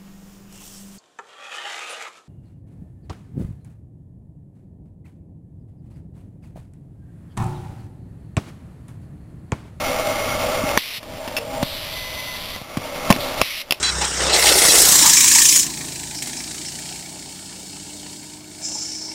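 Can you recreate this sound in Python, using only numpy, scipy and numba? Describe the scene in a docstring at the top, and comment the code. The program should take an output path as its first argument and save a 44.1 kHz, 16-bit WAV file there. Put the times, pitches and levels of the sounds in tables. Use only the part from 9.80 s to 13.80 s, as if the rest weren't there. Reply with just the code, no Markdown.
"""A conveyor whirrs and rumbles, carrying a carton past a pneumatic labeller. Twice the arm swings out,
knocks and blows a label on with a blast of turbulent air; each knock rings the modes of carton, frame and
metal stop. In between, an air jet hisses while the printer's stepper motor whines, feeding the next label.
The jets push down a small camera's gain control, and its coarse sampling adds a gritty treble."""
import sys
import numpy as np
from scipy import signal
from scipy.fft import rfft, irfft
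from scipy.io import wavfile
from scipy.ndimage import uniform_filter1d
from numba import njit

SR = 44100
rng = np.random.default_rng(int(sys.argv[2]) if len(sys.argv) > 2 else 0)


def int16_out(signal):
    """Quantize to a 16-bit WAV file."""
    q = np.round(np.clip(np.atleast_2d(signal).T, -1, 1) * 32767)
    wavfile.write(sys.argv[1], SR, q.astype(np.int16))


N = 176400
T = np.arange(N) / SR
FREQS = np.maximum(np.arange(N // 2 + 1) * SR / N, 1)


# Label blasts. Each row: start and end in seconds, hiss and sizzle in dB, hiss tilt in dB per octave.
BLASTS = [(0.978, 1.182, -6.5, -6.5, 0), (3.617, 3.817, -4.5, -6, -2)]
# Spectra of the hiss and of the top-octave sizzle. Each row: frequency in Hz, relative level in dB.
BLAST_HISS = [(30, -24), (350, -26.5), (700, -32.5), (1100, -9.5), (1600, -11.5), (2050, 2), (2550, 3.5),
              (3400, 3), (4200, 7)]
SIZZLE = [(7000, -80), (10000, 0), (18000, 0)]
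AIR_FLUTTER_DB = 0.57

def label_blasts(open_s=0.009, close_s=0.0088):
    """Turbulence radiates broadband noise while a valve is open, and decays once it shuts."""
    out = np.zeros(N)
    for start, end, hiss_db, sizzle_db, tilt_db in BLASTS:
        valve = np.clip((T - start) / open_s, 0, 1) * np.exp(-np.maximum(T - end, 0) / close_s)
        hiss = from_db(hiss_db) * noise(BLAST_HISS, tilt_db)
        out += valve * (hiss + from_db(sizzle_db) * noise(SIZZLE))
    return out * flutter(AIR_FLUTTER_DB)


# Jet that carries the fresh label under the pad. Each row: time in seconds, level in dB.
FEED_FLOW = [(1.828, -43), (1.833, -5.5), (2.1, 0.5), (2.4, -2), (2.74, -3), (2.79, -9.5), (2.83, -14.5),
             (2.9, -42)]
# Spectrum of its hiss. Each row: frequency in Hz, relative level in dB.
FEED_HISS = [(30, 2), (70, 3), (130, -1), (240, -7), (350, -12), (1050, -7.5), (1550, -11), (2100, -4),
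             (2700, -3), (3500, 2), (4200, 2)]

def feed_jet():
    """Turbulent noise rises and falls with the flow of a softer jet buffeting the label."""
    hiss = from_db(-10.5) * noise(FEED_HISS) * flutter(AIR_FLUTTER_DB)
    sizzle = from_db(-9.5) * noise(SIZZLE)
    return airflow(FEED_FLOW) * (hiss + sizzle)


# Impacts of the arm and its valves. Each row: start in seconds, levels of carton thud, frame clack,
# metal ring and crack in dB, rattle time constant in seconds, hardness in dB per octave.
IMPACTS = [(0.837, -17.5, -33, -43, -40, 0.0034, 7.5), (.890, -36, -18.5, -22, -36, .004, -11),
           (0.9748, -23, 0.5, -9.5, -4, 0.0011, 10), (1.180, -5, -30, -30, -32, 0.0031, -7),
           (1.229, -22, -10.5, -19, -28, .005, 4.5), (1.4769, -24, -13.5, -21, -18.5, 0.0078, 4),
           (1.566, -30, -25, -7, -15, 0.0034, 0), (1.574, -29, -16, -18, -16, 0.0032, -3),
           (1.5815, -32, -10.5, -21, -18, .005, -10), (1.8279, -1, -7.5, -32, -9.5, 0.0019, -4.5),
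           (2.761, -14, -6, -13, -11.5, 0.0037, -15), (2.814, -8, -7, -33, -29, 0.0039, -4),
           (2.9705, 0, -10.5, -16, -13, 0.004, 1), (3.3023, 10, 16.5, -13, -1, 0.0062, 1.5),
           (3.3073, 0, 2, -21, -4.5, .004, 11), (3.3247, -20, -5.5, -3.5, -4, .002, -2),
           (3.362, -17, -21, -20, -31, .002, 15), (3.6147, -3, 10, -0.5, -0.5, 0.0016, -8),
           (3.9081, -19, -2, 5.5, 3, 0.0025, 8.5), (3.9228, -18, -7.5, 10, 13.5, 0.0014, 5)]
# Modes of the struck parts. Each row: frequency in Hz, relative level in dB, T60 in seconds.
CARTON_MODES = [(98, -8.5, 0.065), (141, -2, 0.055), (269, -1, 0.024)]
FRAME_MODES = [(518, -2.5, 0.01), (736, -3, 0.015), (1060, -2, 0.012), (1360, -11, 0.0082),
               (1773, -7, 0.007)]
STOP_MODES = [(2176, -6, 0.01), (2476, 5, 0.0094), (2750, 0, 0.013), (3430, -3, 0.014),
              (3900, -2.5, 0.0026)]

def impacts(rattle_share=0.89):
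    """An impulse excites damped modes in each part; frame and metal stop also rattle briefly."""
    out, age = np.zeros(N), T[:SR // 20]
    parts = (CARTON_MODES, 0), (FRAME_MODES, rattle_share / 2), (STOP_MODES, rattle_share)
    for part, (modes, rattle) in enumerate(parts):
        for k, (hz, db, t60) in enumerate(modes):
            force = np.zeros(N + SR)
            octaves = np.log2(hz / modes[1][0])  # harder blows favour the higher modes
            for start, *levels_db, _, rattle_s, hardness_db in IMPACTS:
                contact = rng.standard_normal(len(age)) * np.exp(-age / rattle_s)
                contact *= rattle / np.linalg.norm(contact)
                contact[0] += 1  # the impulse
                onset = int(start * SR)
                strength = from_db(levels_db[part] + hardness_db * octaves)
                force[onset:onset + len(age)] += strength * contact
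            out += (-1) ** k * from_db(db) * damped_mode(force[:N], hz, t60)
    return out


def cracks():
    """Each abrupt contact radiates a dry burst of noise that decays exponentially."""
    envelope = sum((T >= start) * from_db(db) * np.exp(-np.abs(T - start) / rattle_s)
                   for start, *_, db, rattle_s, _ in IMPACTS)
    grit = butter(rng.standard_normal(N), 510, "high", order=1)
    grit = butter(grit, 4500, "low", order=4)
    return envelope * grit / grit.std()


# The printer's motor. Each row: time in seconds, step rate in Hz, level in dB.
STEPPER = [(2.03, 2040, -54), (2.07, 2048, -22), (2.11, 2020, -16), (2.58, 2023, -19.5), (2.61, 2032, -40),
           (2.76, 2020, -19), (2.8, 2080, -85)]

def stepper():
    """Periodic steps radiate a whine at the step rate and a subharmonic an octave below."""
    times, hz, db = np.transpose(STEPPER)
    phase = 2 * np.pi * np.cumsum(np.interp(T, times, hz)) / SR
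    whine = from_db(np.interp(T, times, db)) * np.sin(phase) + from_db(-28) * np.sin(phase / 2)
    running = (T > times[0]) & (T < times[-1])
    return np.sqrt(2) * whine * running * flutter(depth_db=2.6)


def valve_squeak(start=1.567, end=1.589, hz=2680, width_hz=61, fade_db_per_s=450):
    """Escaping air drives a narrow resonance of an exhaust valve as the arm swings back."""
    level = from_db(-10.5 - fade_db_per_s * np.abs(T - start))
    whistle = np.tanh(2 * resonances([(hz, width_hz, 0)]))
    return ((T > start) & (T < end)) * level * whistle


def bracket_hum(start=1.585, hz=460, t60=0.29):
    """Free vibration: one mode of the arm's bracket dies away after the return stroke."""
    age = np.maximum(T - start, 0)
    return from_db(-22.5 - 60 * age / t60) * np.sin(2 * np.pi * hz * age)


# Air leaking round the pad as it rests over the carton. Each row: time in seconds, level in dB.
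PAD_LEAK = [(3.31, -50), (3.34, -20), (3.38, -30), (3.41, -19.5), (3.5, -34), (3.61, -32), (3.63, -45)]

def pad_leak():
    """Turbulence in the leak makes a thin hiss before the second blast."""
    return airflow(PAD_LEAK) * noise(BLAST_HISS, tilt_db=15)


# Spectra of conveyor and fan whirr and of belt rumble. Each row: frequency in Hz, relative level in dB.
WHIRR = [(25, 0), (70, -4), (140, -7), (290, -7), (400, -6), (720, -2), (1000, -5.5), (1330, -8),
         (1550, -10), (2400, -7), (3100, -7.5), (4000, -6)]
RUMBLE = [(25, 0), (60, -1.5), (125, 0), (290, -4.5), (420, -9.5), (500, -4)]
# Resonances of machine and suction pad. Each row: frequency and width in Hz, relative level in dB.
DRONE = [(102.9, 4, -45), (263.4, 38, -40), (506.9, 8.2, -37.5), (570.3, 8, -34), (604.5, 28, -34),
         (639.8, 17, -32.5), (810.3, 14, -38.5), (910, 5.3, -42.5)]
SUCTION = [(745, 36, -40), (1150, 85, -36), (1330, 130, -36.5), (2155, 113, -35), (2682, 23, -53)]
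# The running machine, whose pad sucks hardest while holding a label.
# Each row: time in seconds, gains of whirr, drone and suction in dB.
MACHINE_LEVELS = [(0, -0.5, 1.5, 1), (.96, 0, 1.5, 1), (1.05, 8, -3, -15), (1.3, 2, 2.5, -27),
                  (1.45, 0, 2, -10), (1.65, -5, 0, -10), (1.8, -2.5, 3, -9), (2.2, 5.5, 6.5, -3),
                  (2.9, 0.5, -1.5, 1), (3.1, 0, 0, -4), (3.27, 3, 3, 4.5), (3.6, 4.5, 3.5, 0.5),
                  (3.95, 1, -4.5, -20)]
# The belt under the carton. Each row: time in seconds, rumble level in dB.
RUMBLE_LEVEL = [(0, -44), (1.1, -35.5), (1.33, -24), (1.45, -39), (1.8, -35.5), (2.8, -35), (3.1, -47),
                (3.35, -26), (3.7, -45)]

def conveyor():
    """Broadband whirr and belt rumble underlie the noise-driven resonances of machine and pad."""
    times, *levels_db = np.transpose(MACHINE_LEVELS)
    layers = from_db(-27) * noise(WHIRR), resonances(DRONE), resonances(SUCTION)
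    machine = sum(from_db(np.interp(T, times, db)) * layer for db, layer in zip(levels_db, layers))
    rumble_gain = from_db(np.interp(T, *np.transpose(RUMBLE_LEVEL)))
    return machine * flutter(depth_db=0.88) + rumble_gain * noise(RUMBLE)


def reflections(x, t60=0.1, level_db=-16):
    """Diffuse reflection from the surrounding machinery adds a short, decaying tail."""
    tail = butter(rng.standard_normal(SR // 2), 8000, "low", order=2)
    tail *= from_db(-60 * T[:SR // 2] / t60)
    return from_db(level_db) * signal.fftconvolve(x, tail / np.linalg.norm(tail))[:N]


def from_db(db):
    """Decibels to amplitude ratio."""
    return 10 ** (np.asarray(db) / 20)


def airflow(points):
    """An envelope through (seconds, dB) points, silent outside them."""
    return from_db(np.interp(T, *np.transpose(points), left=-np.inf, right=-np.inf))


def coloured(gain):
    """Spectral shaping: white noise weighted at each frequency, scaled to rms 1."""
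    x = irfft(rfft(rng.standard_normal(N)) * gain, N)
    return x / x.std()


def noise(spectrum, tilt_db=0):
    """Noise through (Hz, dB) points, tilted per octave and rolled off above the last."""
    hz, db = np.transpose(spectrum)
    shape_db = np.interp(np.log(FREQS), np.log(hz), db) + tilt_db * np.log2(FREQS)
    return coloured(from_db(shape_db) / (1 + (FREQS / hz[-1]) ** 16))


def resonances(bands):
    """Random excitation of narrow resonances gives restless tones."""
    return sum(from_db(db) * coloured(1 / (1 + ((FREQS - hz) / width) ** 2 * 2))
               for hz, width, db in bands)


def flutter(depth_db, corner_hz=16):
    """Random amplitude modulation: a wavering gain."""
    return from_db(depth_db * coloured(1 / (1 + (FREQS / corner_hz) ** 2)))


def butter(x, hz, kind, order):
    """Butterworth filter."""
    return signal.sosfilt(signal.butter(order, hz, kind, fs=SR, output="sos"), x)


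def damped_mode(force, hz, t60):
    """A damped oscillator answers a unit impulse with a sine decaying from height 1."""
    decay, angle = from_db(-60 / (t60 * SR)), 2 * np.pi * hz / SR
    return signal.lfilter([0, np.sin(angle)], [1, -2 * decay * np.cos(angle), decay ** 2], force + 1e-18)


@njit
def follow(wanted, attack, release):
    """First-order lag: the gain drops fast to the wanted value and creeps back."""
    gain, current = np.empty(len(wanted)), 1.0
    for i in range(len(wanted)):
        current += (wanted[i] - current) * (attack if wanted[i] < current else release)
        gain[i] = current
    return gain


def scene():
    """Superposition at one microphone; only the arm's sounds have a reflected tail."""
    arm = impacts() + cracks() + bracket_hum() + valve_squeak()
    return (conveyor() + label_blasts() + pad_leak() + feed_jet() + stepper() + arm + reflections(arm))[None]


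THRESHOLD_DB, ATTACK_S, RELEASE_S, DETECTOR_HZ = -28.5, 0.0023, 0.62, 7560
ANTI_ALIAS_HZ, CEILING, HOLD_HZ, CUTOFF_HZ = 4300, 0.88, 8000, 15600

def record(dry):
    """Gain control ducks under the sizzle, peaks clip, and sample-and-hold adds spectral images."""
    treble = butter(dry[0], DETECTOR_HZ, "high", order=2)
    treble_rms = np.sqrt(np.abs(uniform_filter1d(treble ** 2, size=128)) + 1e-12)
    wanted = np.minimum(1, from_db(THRESHOLD_DB) / treble_rms)
    gain = follow(wanted, 1 / (ATTACK_S * SR), 1 / (RELEASE_S * SR))
    narrow = butter(dry[0] * gain, ANTI_ALIAS_HZ, "low", order=10)  # removes the sizzle itself
    clipped = np.clip(narrow, -CEILING, CEILING)
    held = np.interp(np.floor(T * HOLD_HZ) / HOLD_HZ, T, clipped)
    low_pass = signal.firwin(801, CUTOFF_HZ, fs=SR, window="blackman")
    return signal.fftconvolve(held, low_pass, "same")[None]


dry = scene()
out = record(dry)
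int16_out(out)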